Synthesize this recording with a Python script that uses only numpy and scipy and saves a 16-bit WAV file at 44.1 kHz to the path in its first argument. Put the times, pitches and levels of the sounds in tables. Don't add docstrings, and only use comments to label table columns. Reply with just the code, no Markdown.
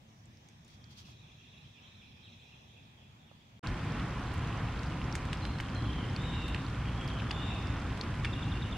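import sys
import numpy as np
from scipy import signal
from scipy.fft import rfft, irfft, next_fast_len
from scipy.io import wavfile
from scipy.ndimage import uniform_filter1d, map_coordinates

SR = 44100
rng = np.random.default_rng(int(sys.argv[2]) if len(sys.argv) > 2 else 0)


def materialize(psi):
    bounded = np.clip(np.atleast_2d(psi).T, -1, 1)
    quanta = np.round(bounded * 32767).astype(np.int16)
    wavfile.write(sys.argv[1], SR, quanta)


N = 386757

BED_END_S, LAWN_START_S, LAWN_FADE_IN_S = 3.594, 3.628, 0.014
AIR_DB, RAIN_DB, TOP_HZ = -68.5, -56, 15750

# t/s, level/dB
BED_TRAFFIC_LEVELS = [(0.15, -59.5), (0.7, -58), (1.1, -55.5), (1.4, -58.5), (1.85, -58.8), (2.12, -57),
                      (2.5, -61), (3.15, -58.5), (3.4, -59.5)]
# f/Hz, level/dB
BED_TRAFFIC_SPECTRUM = [(13, -66), (22, -28), (64, -7), (119, -0.5), (172, -7), (188, -10.5), (219, -6.5),
                        (312, -20), (354, -18), (450, -44), (580, -57), (990, -120)]
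BED_AIR_SPECTRUM = [(200, -8), (380, 0.5), (600, -1), (830, 0), (1050, -3.5), (1400, -9), (1750, -5),
                    (2300, -3.5), (3000, -8.5), (4600, -12), (6800, -15), (8800, -25), (15500, -27.5)]
LEAF_SPECTRUM = [(300, -16), (900, -6), (2000, -11.5), (4500, 1.5), (6200, 0.5), (8000, -10.5), (15500, -9)]
# t/s, road level/dB, relative rush level/dB
LAWN_LEVELS = [(3.78, -36.5, -46), (3.98, -35, -44), (4.17, -37.5, -46), (4.55, -35.5, -45),
               (4.75, -38, -46.5), (4.97, -34.5, -47.5), (5.27, -37, -47), (5.6, -36, -48),
               (6.32, -35, -47), (6.85, -37, -47.5), (7.14, -34.5, -47), (7.6, -36.5, -46),
               (8.05, -36, -46.5), (8.65, -35.5, -48)]
# f/Hz, level/dB
ROAD_SPECTRUM = [(12, -31), (20, -17), (48, -2.5), (107, 0.5), (163, -4), (195, -8.5), (267, -9.5),
                 (430, -22), (520, -22), (680, -47), (1140, -120)]
RUSH_SPECTRUM = [(250, -12), (450, -3), (660, -0.5), (810, 2.5), (900, 0), (1020, 3), (1400, 0.5),
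                 (2000, -4), (3200, -10), (4200, -18.5), (7000, -31), (15000, -55.5)]
RAIN_SPECTRUM = [(800, -6), (2200, 5), (3300, 1), (4200, -3.5), (4900, -3.5), (6300, -9), (8000, -12),
                 (10000, -16.5), (12500, -28), (15500, -63)]
# f/Hz, level/dB
ROAD_TONES = [(59.2, -45.5), (117.5, -47), (1012, -59.5)]
# f/Hz, side minus mid/dB
BED_WIDTH = [(50, -17), (130, -17.5), (300, -11.5), (500, -2.5), (800, -0.5), (1300, 5.5), (2300, -4),
             (3200, 6), (4000, 1), (5000, 0), (15000, 0.5)]
LAWN_WIDTH = [(60, -66), (110, -59), (170, -28.5), (270, -16.5), (450, -8.5), (700, -13), (1050, -13),
              (2000, -11.5), (3300, -7.5), (5500, 1), (9000, 4), (12500, 15), (15500, 20)]
# f/Hz, left minus right/dB
LAWN_BALANCE = [(400, 0), (700, -.8), (1200, -2.3), (1900, -1), (3000, -1), (5000, -.3), (12000, 0)]

# three of chirps, then their thin high overtones
# low f/Hz, high f/Hz, rate/(notes/s), note length/s, level/dB, swell/(dB/s), fade/(dB/s)
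FLOCK_BANDS = [(2294, 2800, 22, 0.0297, -67.5, 14, 17), (3046, 3700, 18, 0.0279, -66, 12.5, 7),
               (3600, 4150, 14, 0.0249, -73, 8.5, 16), (4810, 6500, 30, .03, -75.5, 0.5, 36)]
FLOCK_FULL_S, FLOCK_FADES_S = 1.42, 2.62

# t/s, length/s, level/dB
LEAF_STIRS = [(.69, .06, -69.5), (0.909, .014, -64), (.977, 0.029, -59.5), (1.06, 0.058, -67)]
STIR_RISE_DB_PER_S, STIR_FALL_DB_PER_S = 800, 420
# t/s, level/dB, left minus right/dB
PAW_STEPS = [(1.083, -51, -1), (3.313, -50.5, -11)]
PAW_RISE_S, PAW_T60_S = 0.0015, 0.034

# t/s into the motif, length/s, start f/Hz, end f/Hz, level/dB relative to the call, direct share (0-1)
THIN_NOTE = [(0, 0.097, 3310, 3260, -2, 0.66)]
DOWNSLUR = [(0, .013, 3650, 3240, -5, 0.65), (.015, 0.0249, 3100, 2398, 1.5, 0.77)]
DOWN_UP = [(0, .03, 3240, 3345, -4, .4), (.025, .04, 3700, 4155, -2.5, .15),
           (.066, 0.0158, 3910, 3260, -4, 0.63), (.131, .021, 3480, 4200, -0.5, .85),
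           (.2, 0.0246, 2340, 2640, -5, 0.6)]
PIP = [(0, 0.019, 4270, 4200, -4, .75)]
CAROL = [(0, 0.044, 3250, 3350, -7, .55), (.1, .1, 3370, 3140, -4, 0.524), (.2, .12, 3305, 2970, -5, .3)]
ARCHED_CAROL = [(0, .11, 3380, 3660, -2, 0.614), (0.098, 0.101, 3580, 3660, -4, 0.452),
                (.15, .14, 3640, 3360, -6, 0.21), (.06, 0.094, 2840, 2840, -6, .55),
                (.14, .14, 2730, 2550, -4, .4)]
PICKUP = [(0, 0.014, 3730, 3320, 0, 0.96), (.025, .012, 2860, 2620, 0, .9)]
TRILL = [(0, 0.0159, 3884, 3170, 1, 0.91), (.028, 0.0162, 2980, 2700, -1.5, 0.55)]
# t/s, level/dB, pitch factor
THIN_CALLS = [(.68, -68, 1), (.8, -68, 0.96), (.88, -67, 1)]
DOWNSLUR_CALLS = [(1.026, -61.5, 0.98), (1.268, -60, 0.95), (1.518, -60, 1), (1.762, -59.5, 1),
                  (2.004, -59, 0.98), (2.254, -58, 0.99), (2.503, -58.5, 1), (2.754, -60.5, 0.96),
                  (3.01, -64, 0.98), (3.272, -65, 1)]
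DOWN_UP_CALLS = [(1.056, -62.5, 1), (1.435, -61, 1), (1.808, -59, 0.98), (2.187, -58, 1)]
# t/s, level/dB, pitch factor
PIP_CALLS = [(5.42, -41, 0.97), (5.75, -42.5, 0.98)]
CAROL_CALLS = [(5.72, -45.5, 0.97), (6.85, -45.5, 0.99)]
ARCHED_CAROL_CALLS = [(6.165, -45, 1.03), (7.285, -44, 1)]
PICKUP_CALLS = [(8.242, -39.5, 0.97)]
TRILL_CALLS = [(8.328, -40.5, 0.99), (8.422, -42.5, 0.98), (8.516, -43.5, 0.98), (8.619, -43, 1),
               (8.72, -42, .98)]
NOTE_SCATTER, NOTE_WAVER = 0.0111, 0.048
ECHO_DB = -0.5

# t/s, peak level/dB, ring f/Hz, splash gain/dB, left minus right/dB
NEAR_DROPS = [(.257, -54, 7340, -27, -4), (.372, -53, 5360, -25, -8), (.487, -48, 6300, -16, -3),
              (.648, -52, 7000, -18, 0), (.679, -55, 7500, -3, 0), (.842, -45.5, 4730, -17, -9),
              (3.671, -28.5, 4280, -11, 0), (3.997, -36, 3400, -8, 0), (4.195, -45, 5200, -22, 0),
              (4.339, -44, 9000, -3, 0), (4.379, -47, 7500, -16, 0), (4.473, -45, 5900, -2, 2),
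              (4.792, -38, 4380, -19, 4), (4.832, -36.5, 4580, -7, 0), (5.106, -49, 3800, -14, 0),
              (5.126, -32, 5300, -24, 0), (5.153, -27, 2150, -6, -3), (5.153, -29, 6350, -2, -2),
              (5.253, -44.5, 7000, 0, 0), (5.330, -27, 3030, -7, 1), (5.330, -37.5, 6500, 0, 0),
              (5.372, -42, 5300, -22, 0), (5.452, -29, 3100, -9, -3), (5.452, -36, 4600, -22, 0),
              (5.463, -49, 7940, 2, 2), (5.586, -37, 4200, -11, 0), (5.601, -25, 2200, 0, -2),
              (5.607, -37, 5030, -12, 0), (5.608, -47, 9800, -16, 0), (6.163, -30.5, 4400, -23, 1),
              (6.163, -36, 2600, -12, 1), (6.482, -43, 8350, 0, 0), (6.546, -24.5, 2590, -7, -4),
              (6.665, -38, 4280, -22, -2), (6.70, -44, 5200, -10, 0), (7.077, -38, 4970, -19, -5),
              (7.077, -50, 9500, -3, 0), (7.101, -36, 3700, -17, 0), (7.197, -35.5, 3400, -11, 0),
              (7.22, -32.5, 1600, -16, 5), (7.309, -25.5, 2710, -6, -1), (7.313, -27, 4660, -24, 6),
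              (7.672, -39, 5000, -28, 0), (7.975, -43, 6900, -2, 0), (8.012, -24.5, 4330, -20, 2),
              (8.247, -25, 2240, -8, 0), (8.248, -31, 4300, -4, 0), (8.253, -25, 2350, -9, -4)]
DROP_RISE_S, RING_CYCLES = 0.00022, 22
LONGEST_RING_S = 0.009
SPLASH_RISE_S, SPLASH_T60_S, SPLASH_TAIL_T60_S = 0.00037, 0.017, 0.16
PAT_HZ, PAT_SCATTER, PAT_T60_S = 1866, 0.17, 0.0078


def amp(db):
    return 10 ** (np.asarray(db) / 20)


def unit(x):
    return x / np.sqrt(np.mean(x ** 2) + 1e-20)


def decay(t, t60):
    return amp(-60 * t / t60)


def attack(t, rise_s):
    return 1 - np.exp(-t / rise_s)


def pan(db):
    return amp([[db / 2], [-db / 2]])


def along(points, hz):
    knots_hz, values = np.transpose(points)
    return np.interp(np.log(hz + 1), np.log(knots_hz + 1), values)


def curves(rows):
    times, *columns = np.transpose(rows)
    return [np.interp(np.arange(N) / SR, times, column) for column in columns]


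def wobble(rate):
    knots = rng.standard_normal(int(N * rate / SR) + 4)
    return map_coordinates(knots, [np.arange(N) * rate / SR])


def filtered(x, response):
    size = next_fast_len(N + SR // 2)
    return irfft(rfft(x, size) * response(np.fft.rfftfreq(size, 1 / SR)), size)[..., :N]


def add(track, s, sound):
    part = track[..., max(round(s * SR), 0):][..., :sound.shape[-1]]
    part += sound[..., :part.shape[-1]]


def patchy_noise(depth_db):
    spectra = signal.stft(rng.standard_normal((2, N)), nperseg=512)[2]
    patches = uniform_filter1d(rng.standard_normal(spectra.shape[1:]), size=6, axis=0)
    patches = unit(uniform_filter1d(patches, size=14, axis=1))
    return unit(signal.istft(spectra * amp(depth_db * patches), nperseg=512)[1][:, :N])


def band_noise(samples, low_hz, high_hz, order=3):
    band = signal.butter(order, [low_hz, min(high_hz, SR / 3)], "bandpass", fs=SR, output="sos")
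    return unit(signal.sosfilt(band, rng.standard_normal((2, samples))))


def grains(rate, spread_db, low_hz, high_hz, cycles):
    when, size, pitch, turn = rng.random((int(rate * N / SR), 4)).T[..., None]
    age = np.arange(128)
    phase = low_hz * (high_hz / low_hz) ** pitch * age / SR
    gain = amp(-spread_db * np.log(np.maximum(size, 0.003)))
    rings = gain * np.sin(2 * np.pi * phase) * np.exp(-phase / cycles)
    at = ((when * N).astype(int) + age).ravel()
    directions = np.cos(2 * np.pi * turn), np.sin(2 * np.pi * turn)
    return unit(np.array([np.bincount(at, (rings * weight).ravel(), N)[:N] for weight in directions]))


def stereo(pair, spectrum, width):
    mid, side = filtered(pair, lambda hz: amp([along(spectrum, hz),
                                               along(spectrum, hz) + along(width, hz)]))
    return np.array([mid + side, mid - side]) / np.std(mid)


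def wood_echo(x, t60, build_s):
    t = np.arange(SR) / SR
    tail = rng.standard_normal((2, SR)) * decay(t, t60) * attack(t, build_s)
    return signal.fftconvolve(x[None], tail / np.linalg.norm(tail[0]), axes=1)


def whistle(length_s, start_hz, end_hz, waver=0, arch=0, octave_db=-28):
    progress = np.linspace(0, 1, int(length_s * SR))
    swell = np.abs(np.sin(np.pi * progress))
    quiver = map_coordinates(rng.standard_normal(64), [progress * length_s * 200], mode="mirror")
    hz = (start_hz + (end_hz - start_hz) * progress) * (1 + arch * swell + waver * quiver)
    phase = 2 * np.pi * np.cumsum(hz) / SR
    return (np.sin(phase) + amp(octave_db) * np.sin(2 * phase)) * np.sqrt(swell)


def traffic_and_air():
    traffic_db, = curves(BED_TRAFFIC_LEVELS)
    traffic = amp(traffic_db) * stereo(patchy_noise(depth_db=1.0), BED_TRAFFIC_SPECTRUM, BED_WIDTH)
    air = amp(AIR_DB) * stereo(patchy_noise(depth_db=1.54), BED_AIR_SPECTRUM, BED_WIDTH)
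    return traffic + air


def chatter(low_hz, high_hz, rate, length_s):
    notes = np.zeros(N)
    for when, shift, rising in rng.random((int(rate * N / SR), 3)):
        ends_hz = np.array([low_hz, high_hz]) + (shift - 0.5) * (high_hz - low_hz) / 2
        start_hz, end_hz = ends_hz if rising > 0.5 else ends_hz[::-1]
        add(notes, when * N / SR, whistle(length_s, start_hz, end_hz))
    blurred = wood_echo(notes, t60=0.98, build_s=0.0017)[:, :N] + 0.35 * notes
    power = np.abs(uniform_filter1d(np.mean(blurred ** 2, axis=0), size=8000))
    return blurred / np.sqrt(power + 0.014 * power.mean())


def flock():
    track, t = np.zeros((2, N)), np.arange(N) / SR
    early_s, late_s = np.maximum(FLOCK_FULL_S - t, 0), np.maximum(t - FLOCK_FADES_S, 0)
    for low_hz, high_hz, rate, length_s, db, swell, fade in FLOCK_BANDS:
        track += amp(db - swell * early_s - fade * late_s) * chatter(low_hz, high_hz, rate, length_s)
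    return track * pan(-2.6)


def cat_in_leaves():
    stir, t = np.zeros(N), np.arange(N) / SR
    for s, length_s, db in LEAF_STIRS:
        early_s, late_s = np.maximum(s - t, 0), np.maximum(t - s - length_s, 0)
        stir += amp(db - STIR_RISE_DB_PER_S * early_s - STIR_FALL_DB_PER_S * late_s)
    swish = grains(rate=8000, spread_db=1.6, low_hz=2010, high_hz=12000, cycles=0.6)
    return stir * stereo(swish, LEAF_SPECTRUM, BED_WIDTH)


def cat_paws():
    track, t = np.zeros((2, N)), np.arange(SR // 20) / SR
    for s, db, pan_db in PAW_STEPS:
        soil = band_noise(len(t), low_hz=470, high_hz=1200, order=4)
        knock = soil * decay(t, PAW_T60_S) * attack(t, PAW_RISE_S)
        add(track, s, amp(db) * pan(pan_db) * knock)
    return track


def road(level_db):
    t = np.arange(N) / SR
    gain = amp(level_db + 0.15 * wobble(rate=9.1))
    rumble = gain * stereo(patchy_noise(depth_db=0.66), ROAD_SPECTRUM, LAWN_WIDTH)
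    hum = sum(amp(db + 3.1 * wobble(rate=3)) * np.sin(2 * np.pi * hz * t + wobble(rate=np.sqrt(hz)))
              for hz, db in ROAD_TONES)
    return rumble + hum


def rain_on_grass():
    ticks = 0.5 * grains(rate=450, spread_db=3, low_hz=2500, high_hz=9000, cycles=2)
    taps = 0.3 * grains(rate=32, spread_db=1.6, low_hz=2500, high_hz=9000, cycles=3)
    hiss = patchy_noise(depth_db=0.69)
    return amp(RAIN_DB) * stereo(hiss + ticks + taps, RAIN_SPECTRUM, LAWN_WIDTH)


def lawn():
    road_db, rush_db = curves(LAWN_LEVELS)
    traffic = road(road_db)
    rush = amp(rush_db + 1.0) * stereo(patchy_noise(depth_db=0.83), RUSH_SPECTRUM, LAWN_WIDTH)
    ambience = traffic + rush + rain_on_grass()
    return filtered(ambience, lambda hz: amp(np.outer([1, -1], along(LAWN_BALANCE, hz) / 2)))


def song(motif, calls, echo_t60, arch=0, octave_db=-28):
    track = np.zeros((2, N))
    for call_s, call_db, pitch in calls:
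        for note_s, length_s, start_hz, end_hz, note_db, direct in motif:
            tune = pitch * (1 + NOTE_SCATTER * (1 - direct) * rng.normal())
            waver = NOTE_WAVER * (1 - direct)
            note = whistle(length_s, tune * start_hz, tune * end_hz, waver, arch, octave_db)
            note *= amp(call_db + note_db)
            echo = wood_echo(note, t60=echo_t60, build_s=0.0031)
            echo += echo.mean(axis=0)
            add(track, call_s + note_s, direct * note)
            add(track, call_s + note_s, np.sqrt(1 - direct ** 2) * amp(ECHO_DB) * echo)
    return track


def birds():
    return (song(THIN_NOTE, THIN_CALLS, echo_t60=1.0, arch=0.008)
            + song(DOWNSLUR, DOWNSLUR_CALLS, echo_t60=1.0, arch=-0.019)
            + song(DOWN_UP, DOWN_UP_CALLS, echo_t60=1.0, arch=-0.015)
            + song(PIP, PIP_CALLS, echo_t60=0.88)
            + song(CAROL, CAROL_CALLS, echo_t60=0.86, arch=0.006)
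            + song(ARCHED_CAROL, ARCHED_CAROL_CALLS, echo_t60=1.0, arch=0.0154, octave_db=-22)
            + song(PICKUP, PICKUP_CALLS, echo_t60=0.7, arch=0.015)
            + song(TRILL, TRILL_CALLS, echo_t60=0.86, arch=0.028))


def near_drops():
    track, t = np.zeros((2, N)), np.arange(SR // 20) / SR
    splash_shape = (decay(t, SPLASH_T60_S) + 0.14 * decay(t, SPLASH_TAIL_T60_S)) * attack(t, SPLASH_RISE_S)
    for s, db, hz, splash_db, pan_db in NEAR_DROPS:
        ring = np.sin(2 * np.pi * hz * t) * decay(t, min(RING_CYCLES / hz, LONGEST_RING_S))
        spray = band_noise(len(t), low_hz=hz / 2.36, high_hz=1.3 * hz)
        spray += amp(-19.5) * band_noise(len(t), low_hz=3980, high_hz=9350)
        mid, side = spray * splash_shape
        pat_hz = PAT_HZ * np.exp(PAT_SCATTER * rng.normal())
        pat = amp(4.0) * np.sin(2 * np.pi * pat_hz * t) * decay(t, PAT_T60_S)
        splash = pat + mid + 0.5 * np.array([side, -side])
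        drop = (ring + amp(splash_db) * splash) * attack(t, DROP_RISE_S)
        add(track, s, amp(db) * pan(pan_db) * drop / np.abs(drop).max())
    return track


def scene():
    t = np.arange(N) / SR
    at_bed = t < BED_END_S
    on_lawn = np.clip((t - LAWN_START_S) / LAWN_FADE_IN_S, 0, 1)
    flower_bed = traffic_and_air() + cat_in_leaves() + cat_paws() + flock()
    return at_bed * flower_bed + on_lawn * lawn() + (at_bed + on_lawn) * (birds() + near_drops())


def record(dry):
    return filtered(dry, lambda hz: hz < TOP_HZ)


dry = scene()
out = record(dry)
materialize(out)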